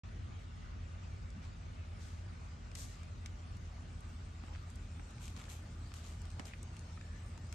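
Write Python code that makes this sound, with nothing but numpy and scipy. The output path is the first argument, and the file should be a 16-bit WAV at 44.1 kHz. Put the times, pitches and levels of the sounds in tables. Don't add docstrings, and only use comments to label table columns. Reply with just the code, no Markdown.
import sys
import numpy as np
from scipy import signal
from scipy.fft import rfft, irfft
from scipy.io import wavfile
from scipy.ndimage import uniform_filter1d

SR = 44100
rng = np.random.default_rng(int(sys.argv[2]) if len(sys.argv) > 2 else 0)


def generate_wav(sig):
    pcm = np.round(np.clip(np.atleast_2d(sig).T, -1, 1) * 32767).astype(np.int16)
    wavfile.write(sys.argv[1], SR, pcm)


N = 332514
TIME = np.arange(N) / SR
BAND_LIMIT_HZ = 12100

# frequency_hz, relative_db
BODY_SPECTRUM = [(100, -7), (300, -6.5), (600, 4.5), (950, 3), (1080, 1.5), (1190, 6), (1390, 1.5),
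                 (1470, 4), (1600, -1), (1900, -1), (2700, -2.5), (3200, -6.5), (4500, -10.5), (7000, -14),
                 (12000, -85)]
HISS_SPECTRUM = [(1500, -10.5), (3000, 5), (4800, 7.5), (7000, 5.5), (9000, 4.5), (10000, -25),
                 (12000, -5.5)]
def blaze(body_db=-60.5, body_facing_db=-1.4, hiss_db=-75, hiss_facing_db=7.5, flicker_db=0.36):
    body = at_microphones(turbulence(noise(), depth_db=2.0), BODY_SPECTRUM)
    body *= gain_of(body_db + body_facing_db * facing())
    hiss = at_microphones(turbulence(noise(), depth_db=4.5), HISS_SPECTRUM)
    hiss *= gain_of(hiss_db + hiss_facing_db * np.sqrt(facing()))
    return gain_of(flicker_db * drift(2, 40)) * (body + hiss)


def turbulence(sound, depth_db):
    spectra = signal.stft(sound, nperseg=1024)[2]
    patches = uniform_filter1d(rng.standard_normal(spectra.shape[1:]), size=6, axis=0)
    patches = unit_rms(uniform_filter1d(patches, size=5, axis=1))
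    return signal.istft(spectra * gain_of(depth_db * patches), nperseg=1024)[1][:, :N]


def crackle(level_db=-84, facing_db=5, clicks_per_s=20, ring_cycles=0.62):
    t, out = np.arange(400) / SR, np.zeros((2, N))
    for hz in np.geomspace(1000, 7500, num=10):
        ring = hz ** .3 * np.sin(2 * np.pi * hz * t) * np.exp(-t * hz / ring_cycles)
        out += signal.oaconvolve(clicks(clicks_per_s, spread_db=3), ring[None], axes=1)[:, :N]
    spectrum = [(1000, 2.0), (8000, -1.0), (12000, -27)]
    return gain_of(level_db + facing_db * facing()) * at_microphones(out, spectrum)


# start_s, level_db, ring_hz, ring_relative_db, top_hz
TIMBER_SNAPS = [(1.303, -63, 7100, -22, 6500), (1.45, -65, 3600, -10, 7000), (2.7145, -60, 2400, -7, 8000),
                (2.7516, -47, 4370, -27, 12000), (2.7556, -52, 2030, -4, 8500),
                (3.0315, -60, 1600, -19, 12000), (3.259, -48, 2230, -6, 7460),
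                (3.5678, -65, 6500, -12, 12000), (4.0062, -64.5, 8800, -7, 12000),
                (4.4358, -56, 750, -12, 3020), (4.4818, -59.5, 990, -7, 2200),
                (4.5498, -55.5, 1490, -14, 2900), (4.5584, -57, 1500, -10, 3500),
                (4.701, -63, 7760, -4, 12000), (4.7566, -60.5, 8000, -5, 11000),
                (4.9952, -55, 820, -9, 2300), (5.107, -64.5, 6950, -12, 10000),
                (5.1812, -62, 2390, -5, 6000), (5.2545, -55, 7200, -13, 9000), (5.279, -54, 3040, -9, 9000),
                (5.3636, -54, 1510, -13, 8000), (5.3713, -59, 3030, -8, 9000),
                (5.3753, -59, 1880, -10, 7000), (5.398, -59, 1420, -9, 7000),
                (5.439, -56.5, 2350, -14, 7000), (5.4524, -61, 2480, -9, 8000),
                (5.482, -65.5, 1740, 5, 2500), (5.9168, -55, 1200, -10, 4300),
                (5.9389, -51.5, 1700, -21, 12000), (6.0482, -61, 1200, -2, 3000),
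                (6.071, -61, 3500, -9, 9000), (6.217, -60, 8700, -11, 12000),
                (6.253, -60.5, 4470, -14, 10000), (6.3025, -60, 3900, -13, 9000),
                (6.315, -64.5, 4470, -9, 9000), (6.3952, -46.5, 745, -8, 7150),
                (6.396, -48, 1300, -13, 2900), (6.4037, -58.5, 1160, -3, 2800),
                (6.454, -55, 5200, -8, 8500), (6.535, -49.5, 2040, -4, 2690), (6.5408, -63, 2600, -4, 3300),
                (6.629, -55, 8050, -1, 12000), (6.766, -58, 3070, -5, 10800),
                (6.7918, -58, 5940, -16, 11000), (6.9745, -61.5, 1280, 7.5, 2200),
                (7.011, -56, 1740, -1, 5900), (7.376, -57.5, 920, -1.5, 8100),
                (7.5254, -48.5, 1940, -26, 14000)]
def timber_snaps():
    out = np.zeros((2, N))
    for start_s, level_db, ring_hz, ring_db, top_hz in TIMBER_SNAPS:
        add(out, start_s, gain_of(level_db) * snap(ring_hz, ring_db, top_hz))
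    return out


# frequency_hz, relative_db
CRACK_SPECTRUM = [(300, -5), (1100, 1), (1800, -1.5), (2500, 1), (3200, -5.5), (5500, -4.5), (8000, -3),
                  (10000, -12), (12000, -11)]
THUD_SPECTRUM = [(100, -1), (250, 20), (420, -4), (750, 5), (1200, -38), (3000, -53)]
def snap(ring_hz, ring_db, top_hz, crack_db=0.5, thud_db_per_octave=-18):
    low_hz = 0.6 * ring_hz
    crack = gain_of(crack_db) * tearing_fibres(CRACK_SPECTRUM, low_hz, top_hz, peak_s=0.0014)
    thud_db = -1 + thud_db_per_octave * np.log2(ring_hz / 1000)
    thud = gain_of(thud_db) * tearing_fibres(THUD_SPECTRUM, 0, top_hz, peak_s=0.0028)
    return crack + thud + gain_of(ring_db) * splinter(ring_hz)


def tearing_fibres(spectrum, low_hz, top_hz, peak_s, scatter_s=0.005, stereo_width=0.76):
    t, hz = np.arange(2048) / SR, np.fft.rfftfreq(2048, 1 / SR)
    tear = (t / peak_s) ** 2 * np.exp(2 - 2 * t / peak_s)
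    scatter = .14 * swell(t, scatter_s)
    mid, side = rng.standard_normal((2, len(t)))
    pair = np.array([mid + stereo_width * side, mid - stereo_width * side])
    band = hz ** 7 / (hz ** 7 + low_hz ** 7 + 1) / np.sqrt(1 + (hz / top_hz) ** 6)
    colour = gain_of(value_at(spectrum, hz) + balance_db(hz))
    return unit_impact((tear + scatter) * irfft(rfft(pair) * band * colour))


def splinter(hz, ring_cycles=4.5, overtone_ratio=1.42, overtone_db=-11):
    t = np.arange(2048) / SR
    overtone = gain_of(overtone_db) * np.sin(2 * np.pi * overtone_ratio * hz * t)
    attack = 1 - np.exp(-t / .0006)
    decay = np.exp(-t / (0.00032 + ring_cycles / hz))
    return unit_impact((np.sin(2 * np.pi * hz * t) + overtone) * attack * decay)


# frequency_hz, relative_db
STEAM_SPECTRUM = [(300, 22.5), (3000, 6), (8800, 5), (10000, -6), (12000, 7.5)]
# start_s, rise_s, level_db, centre_hz, width_octaves, spit_ratio
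STEAM_JETS = [(1.415, 0.024, -66.5, 4460, 0.97, .2), (1.985, .06, -62, 5030, 1.2, 0.13),
              (2.758, 0.039, -51, 6360, 0.91, 0.34), (2.88, .05, -67.5, 6000, 1.1, 0.27),
              (4.48, 0.023, -63, 910, 0.16, 0.57), (4.525, 0.016, -62.5, 2650, 0.66, .6),
              (4.612, 0.027, -63.5, 1220, 0.11, .5), (5.195, 0.044, -57, 5400, 2.1, 0.86),
              (5.355, 0.042, -60.5, 3500, 2.3, 1.1), (5.34, 0.052, -64, 1190, 0.39, 1.1),
              (5.484, 0.03, -54.5, 9500, 2.25, 0.87), (5.935, 0.032, -59.5, 5470, 1.3, 0.57),
              (6.025, 0.052, -61, 4900, 2.1, 0.8), (6.36, 0.04, -59, 830, 0.98, 0.5),
              (6.448, 0.018, -57.5, 6000, 2.1, .7), (6.47, 0.037, -66, 2270, 0.33, 0.54),
              (7.0, 0.088, -66, 1750, 0.041, .2)]
def steam_jets(spits_per_s=260, steepness=1.21, loud_db=-53, loud_top_hz=14000, top_hz_per_db=379):
    sputter = gain_of(1.3 * drift(60, 200))
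    hiss = sputter * at_microphones(noise(), STEAM_SPECTRUM)
    bubble = rng.standard_normal((1, 64)) * np.exp(-np.arange(64) / 20)
    bubbles = signal.oaconvolve(clicks(spits_per_s, spread_db=1.5), bubble, axes=1)[:, :N]
    spits = at_microphones(bubbles, STEAM_SPECTRUM)
    out, size = np.zeros((2, N)), SR // 2
    t, hz = np.arange(size) / SR, np.fft.rfftfreq(size, 1 / SR)
    for start_s, rise_s, level_db, centre_hz, width_octaves, spit_ratio in STEAM_JETS:
        part = slice(round(start_s * SR), round(start_s * SR) + size)
        gap_resonance = 1 / (1 + (np.log2((hz + 1) / centre_hz) / width_octaves) ** 2)
        top_hz = loud_top_hz + top_hz_per_db * (level_db - loud_db)
        lowpass = 1 / np.sqrt(1 + (hz / top_hz) ** 10)
        flow = hiss[:, part] + spit_ratio * spits[:, part]
        jet = unit_rms(irfft(rfft(flow) * gap_resonance * lowpass, size))
        pressure = swell(t, rise_s) ** steepness
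        add(out, start_s, gain_of(level_db) * pressure * jet)
    return out


def twig_snaps(count=10, nearest_db=-67, spread_db=5, low_hz=2500, high_hz=8500):
    out, chance = np.zeros((2, N)), np.cumsum(facing() ** 2)
    for when, thinness, distance in rng.random((count, 3)):
        start_s = np.interp(when * chance[-1], chance, TIME)
        twig = snap(low_hz + (high_hz - low_hz) * thinness, ring_db=-6, top_hz=BAND_LIMIT_HZ)
        add(out, start_s, gain_of(nearest_db - spread_db * distance) * twig)
    return out


# start_s, level_db, centre_hz
GAS_FLARES = [(0.115, -60, 280), (1.34, -54.5, 185)]
def gas_flares(rise_s=0.033, width_octaves=0.57):
    out, size = np.zeros((2, N)), SR // 2
    t, hz = np.arange(size) / SR, np.fft.rfftfreq(size, 1 / SR)
    for start_s, level_db, centre_hz in GAS_FLARES:
        band = np.exp(-(np.log2((hz + 1) / centre_hz) / width_octaves) ** 2)
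        puff = unit_rms(irfft(rfft(rng.standard_normal(size)) * band, size))
        add(out, start_s, gain_of(level_db) * swell(t, rise_s) ** 2 * puff[None])
    return out


# [(order, level_db)]
DIESELS = [(10.177, 0.00075, [(4, -69.5), (7, -67), (8, -51.5), (9, -59.5), (16, -64.5), (22, -75),
           (23, -75), (24, -73.5), (59, -84)]), (11.32, 0.0078, [(4, -55.5), (5, -59.5), (8, -58.5),
           (10, -66)])]
def far_diesels(waver_db=1.55):
    out = np.zeros(N)
    for cycles_per_s, wander_ratio, orders in DIESELS:
        cycles = np.cumsum(cycles_per_s * (1 + wander_ratio * drift(0.297, 2.536))) / SR
        for order, level_db in orders:
            tone = np.sqrt(2) * np.sin(2 * np.pi * (order * cycles + rng.random()))
            out += gain_of(level_db + waver_db * drift(2, 9)) * tone
    return out


# frequency_hz, relative_db
RUMBLE_SPECTRUM = [(8, -39), (25, -15.5), (38, -4.5), (50, -1), (75, 0), (100, 1.5), (125, -5.5),
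                   (160, -11.5), (210, -10.5), (270, -16), (400, -22.5), (800, -41), (2000, -99)]
def rumble(level_db=-51, waver_db=1.13):
    return gain_of(level_db + waver_db * drift(2, 14)) * at_microphones(noise(), RUMBLE_SPECTRUM)


# frequency_hz, left_right_likeness
AWAY_LIKENESS = [(90, 1), (200, -0.39), (350, 0.25), (600, -0.29), (900, -0.57), (1450, -0.23),
                 (2300, 0.39), (2900, 0.36), (3900, 0.54), (5200, 0.013), (7500, 0.31), (8600, -0.042)]
FACING_LIKENESS = [(90, 1), (200, 1), (350, 0.92), (600, 0.29), (1300, 0), (2300, 0.5), (2900, 0.094),
                   (3900, 0.28), (7000, 0.082), (8600, 0.55)]
def at_microphones(sources, spectrum, mono_hz=133):
    hz, (first, second) = np.fft.rfftfreq(N, 1 / SR), rfft(sources)
    colour = gain_of(value_at(spectrum, hz) + balance_db(hz))
    short_waves = hz ** 2 / (hz ** 2 + mono_hz ** 2)
    views = []
    for likeness in (AWAY_LIKENESS, FACING_LIKENESS):
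        apart = np.clip(1 - value_at(likeness, hz), 0, 2) * short_waves
        mid, side = first * np.sqrt(2 - apart), second * np.sqrt(apart)
        views.append(irfft(np.array([mid + side, mid - side]) * colour, N))
    away, towards = views
    return unit_rms((1 - facing()) * away + facing() * towards)


# time_s, facing_share
MICROPHONE_TURN = [(0, 0), (2, 0.2), (4, 0.48), (5.3, 0.95), (7.54, 0.92)]
def facing():
    return np.interp(TIME, *np.transpose(MICROPHONE_TURN))


# frequency_hz, left_minus_right_db
MICROPHONE_BALANCE = [(500, 0.5), (2300, 0), (3700, 3), (5500, 4.5), (7300, 3), (8300, 0)]
def balance_db(hz, corner_hz=266):
    return np.outer([.5, -.5], value_at(MICROPHONE_BALANCE, hz) * hz / (hz + corner_hz))


def noise():
    return rng.standard_normal((2, N))


def clicks(per_s, spread_db):
    size = gain_of(spread_db * np.minimum(rng.exponential(1, (2, N)), 3))
    return np.sign(noise()) * size * (rng.random((2, N)) < per_s / SR)


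def drift(slow_hz, fast_hz):
    hz = np.geomspace(slow_hz, fast_hz, num=24)[:, None]
    t = np.linspace(0, N / SR, num=2000)
    waves = np.sin(2 * np.pi * (hz * t + rng.random(hz.shape))) / np.sqrt(hz)
    return unit_rms(np.interp(TIME, t, waves.sum(0)))


def swell(t, peak_s):
    return t / peak_s * np.exp(1 - t / peak_s)


def gain_of(db):
    return 10 ** (np.asarray(db) / 20)


def unit_rms(x):
    return x / np.sqrt(np.mean(x ** 2) + 1e-20)


def unit_impact(x):
    return x / np.sqrt((x ** 2).sum(-1).mean() / (SR * .005))


def value_at(table, hz):
    table_hz, values = np.transpose(table)
    return np.interp(np.log(hz + 1), np.log(table_hz + 1), values)


def add(mix, start_s, sound):
    part = mix[:, round(start_s * SR):][:, :sound.shape[1]]
    part += sound[:, :part.shape[1]]


def scene():
    background = far_diesels() + rumble()
    return background + gas_flares() + blaze() + crackle() + steam_jets() + timber_snaps() + twig_snaps()


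def record(dry):
    opened = np.clip((TIME - .034) / .002, 0, 1)
    lowpass = signal.firwin(511, BAND_LIMIT_HZ, window=("kaiser", 9), fs=SR)
    return signal.oaconvolve(dry * opened, lowpass[None], "same")


dry = scene()
out = record(dry)
generate_wav(out)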